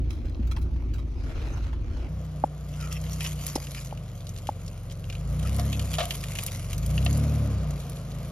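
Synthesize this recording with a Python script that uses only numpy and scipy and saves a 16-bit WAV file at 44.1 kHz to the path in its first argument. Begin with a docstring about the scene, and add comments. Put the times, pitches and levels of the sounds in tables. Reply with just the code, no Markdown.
"""Pickup in dry brush at night

A truck crawls through scrub. In the cab, the jolted body rumbles, the engine throbs and loose things
rattle. Then we are outside: the exhaust chugs through its pipe resonances, sinks to idle and revs twice.
Twigs crackle and snap under the tyres and stick and slip along the paint, a branch splinters against
a ringing steel panel, and a few hollow knocks sound close by."""
import sys
import numpy as np
from scipy import signal
from scipy.fft import rfft, irfft
from scipy.io import wavfile
from scipy.ndimage import uniform_filter1d

SR = 44100
rng = np.random.default_rng(int(sys.argv[2]) if len(sys.argv) > 2 else 0)


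def log_audio(samples):
    """Write samples as a 16-bit WAV file to the path given in sys.argv[1]."""
    # one column per channel
    frames = np.atleast_2d(samples).T
    # limit to full scale, then quantise
    limited = np.clip(frames, -1, 1)
    pcm = np.round(limited * 32767).astype(np.int16)
    wavfile.write(sys.argv[1], SR, pcm)


N = 366735
TIME, BINS = np.arange(N) / SR, np.fft.rfftfreq(N, 1 / SR)
OUTSIDE_FROM_S = 2.09
SCRUB_DB = -64  # low scrub that is always under the tyres

# stereo width in the cab and in the open: f/Hz, side minus mid/dB
CAB_WIDTH = [(60, -13), (180, -14), (550, -8.5), (1650, -1), (4970, -3.5), (15000, 0)]
OPEN_WIDTH = [(60, -17.5), (170, -23.5), (450, -24.5), (740, -5), (2000, -9), (3200, -2.5), (3850, 1.5),
              (5500, -5), (8300, 11.5), (11000, -8.5), (12500, -16), (14300, 13)]

# noise colours: f/Hz, level/dB
RUMBLE_EQ = [(11, -58), (22, -14), (41, 0), (64, -3), (88, -4.5), (130, -12), (161, -24.5), (179, -23),
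             (243, -17.5), (351, -20.5), (420, -34), (492, -32.5), (629, -40), (700, -38), (910, -73),
             (1540, -120)]  # the jolted body
SWEEP_EQ = [(400, 6.5), (620, 0), (850, -4), (1300, -5), (1700, -10.5), (2300, -9), (3500, -16),
            (6300, -20), (8200, -33), (11500, -26.5), (14000, -40)]  # brush heard through the doors
TWIG_EQ = [(500, -9.5), (1200, 4), (1650, -3), (2050, 5), (2600, 2), (3250, 1.5), (3700, -2.5), (4500, 0),
           (5400, 0.5), (7100, 2), (8200, -16.5), (9500, -2.5), (13000, -6.5), (16000, -49)]  # breaking twigs
LEAF_EQ = [(3000, 5.5), (6800, -58), (8300, -32.5), (9500, -1.5), (11200, 6), (13300, -4), (14400, -1.5),
           (16000, -71)]  # dry leaves
CLATTER_EQ = [(50, 14), (70, 7), (150, 8), (260, -1), (360, -6.5), (540, 0), (700, -3.5), (860, -15),
              (1200, -10.5), (1700, -20), (3000, -22), (3900, -26), (6000, -22.5)]  # the engine bay
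RUSH_EQ = [(120, 7), (200, -6), (330, -17), (420, -7), (700, -14)]  # gas rushing from the pipe
SPLINTER_EQ = [(560, 8), (700, 1), (1300, -14), (3200, -1.5), (5500, -12), (8000, -24), (13000, -37)]

# swells: middle t/s, length/s, level/dB
JINGLE_SWELLS = [(.13, 0.097, -58.5), (.29, 0.086, -63.5), (.58, .08, -62.5)]  # light metal chatters in the cab
DOOR_SWEEPS = [(1.34, 0.18, -48.5), (1.54, 0.2, -48.5), (2.01, 0.19, -52)]  # brush sweeps along the doors
HEAVES = [(0.05, 0.14, -27), (.31, 0.08, -29.5), (.58, 0.25, -28), (.9, 0.24, -31), (1.05, .13, -36),
          (1.27, 0.051, -33), (1.63, 0.27, -32), (2.0, 0.13, -33.5)]  # the cab booms with the engine as the truck heaves
BUSHES = [(2.82, 0.19, -53), (2.95, 0.055, -54), (3.12, 0.16, -50), (3.25, 0.083, -42.5), (3.5, 0.24, -46),
          (3.78, 0.11, -48), (4.35, 0.48, -62.5), (4.49, 0.034, -53), (5.47, 0.032, -48), (5.7, 0.45, -48),
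          (6.03, 0.25, -44.5), (6.44, 0.34, -44.5), (7.1, 0.39, -48), (7.85, 0.12, -56.5),
          (8.25, 0.081, -71)]  # the truck pushes through a bush

# resonances: f/Hz, width/Hz, level/dB
JINGLE_MODES = [(2580, 420, -2), (3260, 300, 0), (4090, 300, -1), (5010, 340, -3), (5950, 400, -8)]  # light metal
RATTLE_MODES = [(1300, 410, 5.5), (2370, 1100, 4.5), (3420, 430, 1), (4200, 410, 2.5), (5500, 2700, 2),
                (11070, 980, -5), (14300, 500, -23)]  # loose things in the cab
PANEL_MODES = [(625.5, 18, 5), (696, 20, 17), (1230, 100, 10.5)]  # a steel body panel
CAB_BOOMS = [(155.7, 5.9, 14), (250, 18, 9.9)]  # the cab
PIPE_BOOMS = [(154, 18, 12.5), (200, 34, 4), (239, 16, -10), (272, 34, 8)]  # the exhaust pipe, with one dead spot

# jolts that shake loose things: t/s, level/dB, decay/s, pitch factor, tilt/(dB per octave)
RATTLES = [(0.103, -39, 0.04, 0.93, 0), (.25, -48.5, 0.026, 1.2, -2.5), (.294, -50, 0.00443, 1.46, -1),
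           (0.47, -41, 0.011, 1.08, 0.5), (0.512, -29, 0.012, 0.97, -1.5), (0.565, -30, 0.0082, 0.77, -3.5),
           (.588, -41, 0.014, 0.99, 16), (0.613, -45, 0.02, 0.95, 3), (.76, -47, 0.0038, 0.75, -4),
           (0.936, -39, 0.017, 1.13, -1), (0.982, -41.5, 0.02, 0.91, -2.5),
           (1.729, -37.5, 0.007, 0.79, -4.5)]
# twigs squeaking along the paint: t/s, length/s, first f/Hz, last f/Hz, level/dB
SQUEAKS = [(1.522, .03, 6180, 6340, -56), (2.763, 0.2, 1460, 1204, -49), (5.442, 0.033, 1358, 1210, -46),
           (5.717, 0.045, 2560, 2620, -46)]
# stiff stems scraping the truck: t/s, length/s, level/dB, ring f/Hz
SCRAPES = [(2.72, .05, -56, 2840), (2.788, 0.088, -51, 2480), (2.903, 0.088, -47.5, 2680),
           (3.02, 0.11, -60, 3100), (3.098, 0.063, -50, 5640), (3.2, 0.034, -46, 2500),
           (3.238, 0.042, -41.5, 2700), (3.474, 0.047, -46, 5800), (3.552, .02, -36, 5300),
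           (3.76, 0.043, -47, 2420), (5.444, 0.061, -50, 2430), (5.597, 0.071, -57.5, 1800),
           (5.717, 0.037, -49, 3320)]
# modes of a hollow stem: multiple of the ring pitch, level/dB
STEM_MODES = [(.77, -3.5), (1, 5), (1.17, 0), (2.05, -1)]
# the loudest twig snaps: t/s, level/dB, bright f/Hz, fall to either side/(dB per octave)
SNAPS = [(2.9253, -26, 5500, 4), (3.0139, -32, 6500, 6), (3.131, -29, 6000, 6), (3.2066, -22, 2900, 6),
         (3.247, -26, 3000, 10), (3.2625, -21.5, 2700, 14), (3.4655, -20, 9500, 5), (3.5548, -22, 5290, 7),
         (3.7474, -28, 2400, 4), (3.848, -32, 6000, 4), (4.2687, -33, 4030, 10), (4.2916, -32, 5980, 8),
         (4.385, -34, 4500, 6), (4.4702, -29, 3000, 6), (4.6793, -32, 4510, 10), (4.899, -37, 3100, 7),
         (4.915, -36, 3500, 6), (5.0409, -34, 3080, 10), (5.0993, -27, 2710, 10), (5.1253, -31, 2800, 10),
         (5.1512, -30, 2900, 10), (5.431, -33, 2900, 8), (5.5641, -29, 10500, 7), (5.596, -28, 4500, 9),
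         (5.7289, -23.5, 3280, 8), (5.7947, -22, 3100, 7), (5.9389, -21, 3280, 5), (5.951, -26, 3000, 9),
         (6.1075, -19, 3100, 11), (6.2382, -25, 2700, 4), (6.356, -27, 2600, 10), (6.3869, -20.5, 2600, 7),
         (6.4348, -24, 11500, 9), (6.4637, -16, 10500, 4), (6.483, -27, 2600, 9), (6.7306, -24, 3090, 4),
         (6.7798, -30, 6000, 3), (6.8621, -27, 9500, 3), (6.9785, -19.5, 2800, 15), (7.0482, -26, 10500, 8),
         (7.0625, -20.5, 2700, 16), (7.129, -28, 6500, 6), (7.1744, -27, 10000, 6), (7.8968, -30, 10500, 7)]
# branches breaking against the body: t/s, crunch level/dB, ring level/dB, decay/s
BRANCHES = [(5.587, -49, -46, 0.02), (5.984, -31, -40, 0.022), (6.004, -37, -42, 0.018),
            (7.062, -30.5, -53, 0.0045)]
# hollow knocks: t/s, level/dB, first f/Hz, last f/Hz, length/s, stereo phase lead/rad, bounce gain/dB
KNOCKS = [(0.393, -29, 231, 208, 0.026, -0.23, -4), (2.4386, -9, 830, 680, 0.0046, -0.52, -7.5),
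          (3.558, -17, 478, 148.4, 0.0052, 0, -8.5), (3.5587, -23, 950, 725.8, 0.0046, 0, -23),
          (3.577, -30, 685.1, 550, 0.0044, 0, -6), (3.9256, -25.5, 820, 648, 0.0033, 0.4207, -11),
          (4.4899, -15, 878, 714, 0.0042, 0, -7)]

# crank speed, heard from the cab and from outside: t/s, f/Hz
CAB_REVS = [(.25, 28.6), (.68, 31), (.95, 27.2), (1.1, 27.6), (1.9, 28.6)]
OPEN_REVS = [(2.12, 32.3), (2.4, 30.3), (2.7, 29.7), (3.1, 31.8), (3.5, 29.2), (4.0, 25.7), (4.2, 23.1),
             (5.11, 22.9), (5.5, 33.6), (5.71, 35.2), (6.0, 30.0), (6.28, 25.3), (6.48, 23.1), (6.71, 23.3),
             (6.97, 31.6), (7.16, 36.4), (7.35, 36.7), (7.8, 28.2), (8.0, 26.2), (8.32, 26.8)]
# crank speed at idle, fast idle, a crawl and full revs: f/Hz
STATE_HZ = [24.06, 27.8, 31.26, 33.5]
# uneven firing: multiple of crank speed, level/dB at each of those four speeds, level/dB under load
CRANK_ORDERS = [(2, 0.5, 0.5, 2.5, 4, 5), (3, -7.5, -5.5, -1.5, 1.5, -3), (4, 3.5, -6.5, -11, -4.5, -2),
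                (5, 0, -3, -9.5, -15, -7), (6, -8, -11, -20, -10.5, -12), (7, -12, -20, -30, -15, -22),
                (8, -15, -24, -30, -20, -24), (9, -24, -24, -29, -29, -24), (10, -31, -27, -36, -34, -30)]
# lulls in which the exhaust eases off: t/s, length/s, gain/dB
LULLS = [(2.405, 0.26, -2.5), (3.446, 0.48, -3), (6.034, 0.15, -4.5), (7.766, 1, -5.5)]


def gain_of(db):
    """Decibels to a factor."""
    return 10 ** (np.asarray(db) / 20)


def unit_rms(x):
    """Scales to rms 1."""
    return x / np.sqrt(np.mean(x ** 2) + 1e-20)


def curve(rows):
    """Breakpoints joined into a line through time."""
    return np.interp(TIME, *np.transpose(rows))


def swells(rows, floor_db):
    """Level in dB of bell-shaped swells over a floor; a swell's length is taken at half power."""
    power = sum(gain_of(db) ** 2 * .5 ** ((2 * (TIME - s) / length) ** 2) for s, length, db in rows)
    return 10 * np.log10(power + gain_of(floor_db) ** 2)


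def drift(hz):
    """A random wobble of rms 1, up to about hz changes a second."""
    return unit_rms(irfft(rfft(rng.standard_normal(N)) / (1 + (BINS / hz) ** 4), N))


def eq_db(points, hz):
    """An EQ curve's level at hz, on a log-frequency axis."""
    f, db = np.transpose(points)
    return np.interp(np.log(hz + 1), np.log(f), db)


def colour(x, points):
    """Shapes x with an EQ curve that rolls off beyond its ends; rms 1."""
    skirts = 1 / (1 + (BINS / points[-1][0]) ** 8) / (1 + (points[0][0] / (BINS + 1)) ** 8)
    return unit_rms(irfft(rfft(x) * gain_of(eq_db(points, BINS)) * skirts, N))


def resonate(x, hz, width):
    """A resonance of gain 1 that may glide."""
    carrier = np.exp(2j * np.pi * np.cumsum(hz * np.ones(x.shape[-1])) / SR)
    pole = np.exp(-np.pi * width / SR)
    return 2 * (carrier * signal.lfilter([1 - pole], [1, -pole], x / carrier)).real


def ringing(force, modes):
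    """A force heard through the modes of the thing it strikes; rms 1."""
    return unit_rms(sum(gain_of(db) * unit_rms(resonate(resonate(force, hz, width), hz, width))
                        for hz, width, db in modes))


def add(mix, s, sound):
    """Lays a sound into the mix at time s."""
    part = mix[..., max(round(s * SR), 0):][..., :sound.shape[-1]]
    part += sound[..., :part.shape[-1]]


def crackle(per_s, spread_db, decay_s, wash):
    """Tiny fractures or contacts of uneven size, each a short burst, over a wash of more distant ones."""
    sizes = gain_of(spread_db * np.minimum(rng.exponential(1, N), 4))
    hits = sizes * (rng.random(N) < per_s / SR)
    power = signal.lfilter([1], [1, -np.exp(-2 / (decay_s * SR))], hits ** 2)
    return np.sqrt(power / power.mean() + wash) * rng.standard_normal((2, N))


def shimmer(x, depth_db, patch_s=0.04):
    """Shifts the colour in small patches, as when each bending stem has its own pitch."""
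    frames = signal.stft(x, nperseg=512, noverlap=384)[2]
    patches = uniform_filter1d(rng.standard_normal(frames.shape[1:]), size=5, axis=0)
    patches = unit_rms(signal.lfilter([1], [1, -np.exp(-128 / (patch_s * SR))], patches))
    return signal.istft(frames * gain_of(depth_db * patches), nperseg=512, noverlap=384)[1][:, :N]


def widen(pair, width, direct):
    """(Mid, scattered) to stereo: the side blends the mid, a quarter cycle early, with scattered sound."""
    mid, scattered = rfft(pair)
    side = gain_of(eq_db(width, BINS)) * (direct * 1j * mid + np.sqrt(1 - direct ** 2) * scattered)
    return irfft(np.array([mid + side, mid - side]), N)


def early_echoes(x, echo_db=-9, spread_s=.005, count=14):
    """The ground and the truck's flank return a few quick reflections."""
    taps = np.zeros((2, 2048))
    for side in taps:
        delay = rng.uniform(.0008, .03, count)
        side[(delay * SR).astype(int)] = rng.choice([-1, 1], count) * np.exp(-delay / (2 * spread_s))
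    taps *= gain_of(echo_db) / np.linalg.norm(taps, axis=1, keepdims=True)
    taps[:, 0] = 1
    return signal.oaconvolve(x, taps / np.linalg.norm(taps[0]), axes=1)[:, :N]


def jingle():
    """Light metal chatters unevenly in the cab while the ground is rough."""
    contacts = crackle(per_s=70, spread_db=5, decay_s=.002, wash=.1)
    metal = shimmer(ringing(contacts, JINGLE_MODES), depth_db=2.5)
    return gain_of(swells(JINGLE_SWELLS, floor_db=-90)) * metal


def door_sweeps():
    """Brush drags along the doors in grainy swishes."""
    grains = crackle(per_s=520, spread_db=2.4, decay_s=.002, wash=.8)
    swish = shimmer(colour(grains, SWEEP_EQ), depth_db=2.5)
    return gain_of(swells(DOOR_SWEEPS, floor_db=-57.5)) * swish


def rattles(click=0.39, pivot_hz=3000):
    """Jolts shake loose things: runs of contacts ring their modes, each run at its own pitch and tilt."""
    out, t = np.zeros((2, N)), np.arange(SR // 5) / SR
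    octaves = np.log2(np.maximum(np.fft.rfftfreq(len(t), 1 / SR), 900) / pivot_hz)
    contacts = crackle(per_s=500, spread_db=2.5, decay_s=.0015, wash=.5)
    for s, db, decay, pitch, tilt_db in RATTLES:
        force = contacts[:, round(s * SR):][:, :len(t)] * np.exp(-t / decay) * (1 - np.exp(-t / .001))
        modes = [(hz * pitch, width, mode_db) for hz, width, mode_db in RATTLE_MODES]
        ring = click * unit_rms(force) + ringing(force, modes)
        ring = irfft(rfft(ring) * gain_of(tilt_db * octaves), len(t))
        add(out, s, gain_of(db) * ring / abs(ring).max())
    return out


def cab_rumble(crank_hz, turns, muffle_hz=62, waver_db=2.5, lurch_db=9.5, lurch_s=0.017):
    """The body lurches, then rumbles under the engine's muffled throb."""
    chug = exhaust(crank_hz, turns, load=0, booms=CAB_BOOMS)[0]
    throb = unit_rms(signal.lfilter(*signal.butter(2, muffle_hz, fs=SR), chug))
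    body_db = -31.5 - 0.5 * TIME + lurch_db * np.exp(-TIME / lurch_s)  # fades as the ground evens out
    body = gain_of(body_db) * colour(rng.standard_normal((2, N)), RUMBLE_EQ)
    body[0] += gain_of(swells(HEAVES, floor_db=-47.5) + waver_db * drift(33)) * throb
    return body


def brush(brush_db, twigs_db=-2, leaves_db=-11, clump_db=1.5):
    """Stems crushed under the tyres crackle in clumps, and their dry leaves fizz with them."""
    stems = crackle(per_s=260, spread_db=3, decay_s=.002, wash=.5)
    fizz = crackle(per_s=350, spread_db=5.5, decay_s=.0004, wash=.4)
    twigs = gain_of(twigs_db) * colour(stems, TWIG_EQ)
    leaves = gain_of(leaves_db) * colour(fizz + 1.15 * stems, LEAF_EQ)
    return shimmer((twigs + leaves) * gain_of(brush_db + clump_db * drift(33)), depth_db=2.6)


def squeaks(width_hz=110):
    """Twigs stick and slip along the paint in fuzzy, gliding whistles."""
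    out = np.zeros((2, N))
    for s, length, first_hz, last_hz, db in SQUEAKS:
        hz = np.linspace(first_hz, last_hz, round(length * SR))
        friction = rng.standard_normal((2, len(hz)))
        whistle = resonate(resonate(friction, hz, width_hz), hz, width_hz)
        add(out, s, gain_of(db) * unit_rms(whistle) * signal.windows.tukey(len(hz), .5))
    return out


def scrapes(sag=.05, rasp_db=-6, width_hz=520):
    """A stem sticks and slips along the body with a dry rasp; its hollow ring sinks as it bends."""
    out = np.zeros((2, N))
    slips = crackle(per_s=700, spread_db=3, decay_s=.0008, wash=.3)
    rasp = gain_of(rasp_db) * colour(slips, TWIG_EQ)
    for s, length, db, hz in SCRAPES:
        span = round(s * SR) + np.arange(round(length * SR))
        glide = hz * (1 + sag * np.linspace(.5, -.5, len(span)))
        modes = [(glide * ratio, width_hz, mode_db) for ratio, mode_db in STEM_MODES]
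        scrape = ringing(slips[:, span], modes) + rasp[:, span]
        add(out, s, gain_of(db) * scrape * signal.windows.tukey(len(span), .5))
    return out


def stray_snaps(brush_db, per_s=3.5, spread_db=2.5, low_hz=2400, high_hz=8000, focus_db=8):
    """Small twigs break by chance, harder in thick brush: rows like those of SNAPS."""
    outside_s = TIME[-1] - OUTSIDE_FROM_S
    when, size, pitch = rng.random((round(per_s * outside_s), 3)).T
    s = OUTSIDE_FROM_S + when * outside_s
    thickness_db = np.interp(s, TIME, brush_db) - SCRUB_DB
    db = -39 + .3 * thickness_db + spread_db * (2 * size - 1)
    bright_hz = low_hz * (high_hz / low_hz) ** pitch
    return list(zip(s, db, bright_hz, np.full(len(s), focus_db)))


def snaps(rows, trim_db=-1.8, rise_s=.0004, decay_s=.0028, tail_db=-21, tail_s=.014, low_cut_hz=900):
    """A twig breaks sharply in a broad resonance of the stem, with a short splintering tail."""
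    out, t, hz = np.zeros((2, N)), np.arange(4096) / SR, np.fft.rfftfreq(4096, 1 / SR)
    wood_db = np.maximum(eq_db(TWIG_EQ, hz), eq_db(LEAF_EQ, hz))
    wood_db -= 20 * np.log10(1 + (low_cut_hz / (hz + 1)) ** 2)
    envelope = (1 - np.exp(-t / rise_s)) * (np.exp(-t / decay_s) + gain_of(tail_db) * np.exp(-t / tail_s))
    for s, db, bright_hz, focus_db in rows:
        ring_db = 5 / (1 + ((hz / bright_hz - 1) / .09) ** 2)
        shape = gain_of(0.49 * wood_db + ring_db - focus_db * abs(np.log2((hz + 1) / bright_hz)))
        burst = irfft(rfft(rng.standard_normal((2, len(t)))) * shape) * envelope
        add(out, s, gain_of(db + trim_db) * burst / abs(burst[0]).max())
    return early_echoes(out)


def branches(fade_s=.09):
    """A branch splinters against the body and sets a steel panel ringing."""
    out, t = np.zeros((2, N)), np.arange(SR // 4) / SR
    fibres = crackle(per_s=2200, spread_db=2.2, decay_s=.0006, wash=.45)
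    splinters = colour(fibres, SPLINTER_EQ)
    for s, crunch_db, ring_db, decay in BRANCHES:
        envelope = np.exp(-t / fade_s) / (1 + (t / decay) ** 1.5)
        force = splinters[:, round(s * SR):][:, :len(t)] * envelope
        ring = sum(gain_of(db) * unit_rms(resonate(force, hz, width)) for hz, width, db in PANEL_MODES)
        add(out, s, gain_of(crunch_db) * force + gain_of(ring_db) * ring / np.std(ring[0]))
    return out


def knocks(rise_s=0.0021, thud_hz=270, thud_s=0.0063, bounce_s=0.00357):
    """Hollow, heavily damped knocks over a low thud: the pitch sags, and a bounce follows at once."""
    out = np.zeros((2, N))
    for s, db, first_hz, last_hz, length, lead, bounce_db in KNOCKS:
        t = np.arange(0, length, 1 / SR)
        phase = 2 * np.pi * np.cumsum(first_hz + (last_hz - first_hz) * t / length) / SR
        tone = np.sin(phase + np.array([[lead], [-lead]]))
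        thud = 2 * gain_of(-15) * np.exp(-t / thud_s) * np.sin(2 * np.pi * thud_hz * t)
        envelope = (1 - np.exp(-t / rise_s)) * (1 - t / length)
        contact = gain_of(db) * envelope / envelope.max() * (tone + thud)
        add(out, s, contact)
        add(out, s + bounce_s, gain_of(bounce_db) * contact)
    return out


def puffs(chug, spectrum, throb):
    """Noise that puffs with the firing strokes."""
    return colour((1 + throb * abs(chug)) * rng.standard_normal((2, N)), spectrum)


def exhaust(crank_hz, turns, load, booms, waver_db=1.1, smear=.94, jitter=.05, misfire_db=1.3):
    """Crank orders whose balance shifts with revs and load; each swells as it passes a boom."""
    chug, power = np.zeros(N), np.zeros(N)
    unsteady = (STATE_HZ[0] / crank_hz) ** 3  # firing steadies as the revs rise
    for order, *states_db, load_db in CRANK_ORDERS:
        order_db = (1 - load) * np.interp(crank_hz, STATE_HZ, states_db) + load * load_db
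        boom_db = sum(db / (1 + (2 * (order * crank_hz - hz) / width) ** 2) for hz, width, db in booms)
        size = gain_of(order_db + boom_db + waver_db * drift(4.2))
        lag = smear * (order - 4) ** 2  # the pipe spreads each chug in time
        chug += size * np.cos(2 * np.pi * order * turns - lag + jitter * unsteady * drift(31))
        power += size ** 2 / 2
    chug *= gain_of(misfire_db * unsteady * drift(38)) / np.sqrt(power)
    return np.array([chug, np.zeros(N)])  # all mid, nothing scattered


def engine(crank_hz, turns, near_db, rush_db=-30, lull_edge_s=0.08):
    """Exhaust and engine bay grow with the revs and sink in the lulls; pulling pushes the pipe harder."""
    octaves = np.log2(crank_hz / STATE_HZ[0])
    pull = uniform_filter1d(np.gradient(octaves) * SR, SR // 5)  # octaves a second
    load = np.clip(pull / 1.8, 0, 1) ** 2  # 1 is full throttle
    lull_db = sum(db * np.clip(np.minimum(TIME - s, s + length - TIME) / lull_edge_s + .5, 0, 1)
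                  for s, length, db in LULLS)
    pipe_db = -38.5 + 15.5 * octaves + 2 * pull + lull_db
    bay_db = -49 + 9.5 * octaves + 0.26 * lull_db
    chug = exhaust(crank_hz, turns, load, PIPE_BOOMS)
    pipe = chug + gain_of(rush_db) * puffs(chug[0], RUSH_EQ, throb=1)
    clatter = puffs(chug[0], CLATTER_EQ, throb=0.097)
    return gain_of(near_db) * (gain_of(pipe_db) * pipe + gain_of(bay_db) * clatter)


def scene(lean_db=0.2, crossfade_s=0.032, nearing_db_per_s=1.26):
    """The cab first, then the open air with the truck drawing nearer, a little to the left."""
    revs = np.where(TIME < OUTSIDE_FROM_S, curve(CAB_REVS), curve(OPEN_REVS))
    crank_hz = uniform_filter1d(revs, SR // 10)
    turns = np.cumsum(crank_hz * (1 + 0.004 * drift(9))) / SR
    near_db = nearing_db_per_s * (TIME - OUTSIDE_FROM_S)
    brush_db = swells(BUSHES, SCRUB_DB + near_db)
    squeak = squeaks()
    plants = brush(brush_db) + snaps(list(SNAPS) + stray_snaps(brush_db)) + scrapes() + branches()
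    truck = engine(crank_hz, turns, near_db)
    cab = cab_rumble(crank_hz, turns) + door_sweeps() + rattles() + jingle()
    outside = np.clip((TIME - OUTSIDE_FROM_S) / crossfade_s + .5, 0, 1)
    open_air = widen(outside * (truck + plants + squeak), OPEN_WIDTH, direct=0.7)
    inside = widen((1 - outside) * (cab + squeak), CAB_WIDTH, direct=0.22)
    return inside + gain_of([[lean_db], [-lean_db]]) * open_air + knocks()


def record(dry):
    """A steep high cut at 16 kHz."""
    high_cut = signal.firwin(511, 16000, window=("kaiser", 9), fs=SR)
    return signal.oaconvolve(dry, high_cut[None], "same")


dry = scene()
out = record(dry)
log_audio(out)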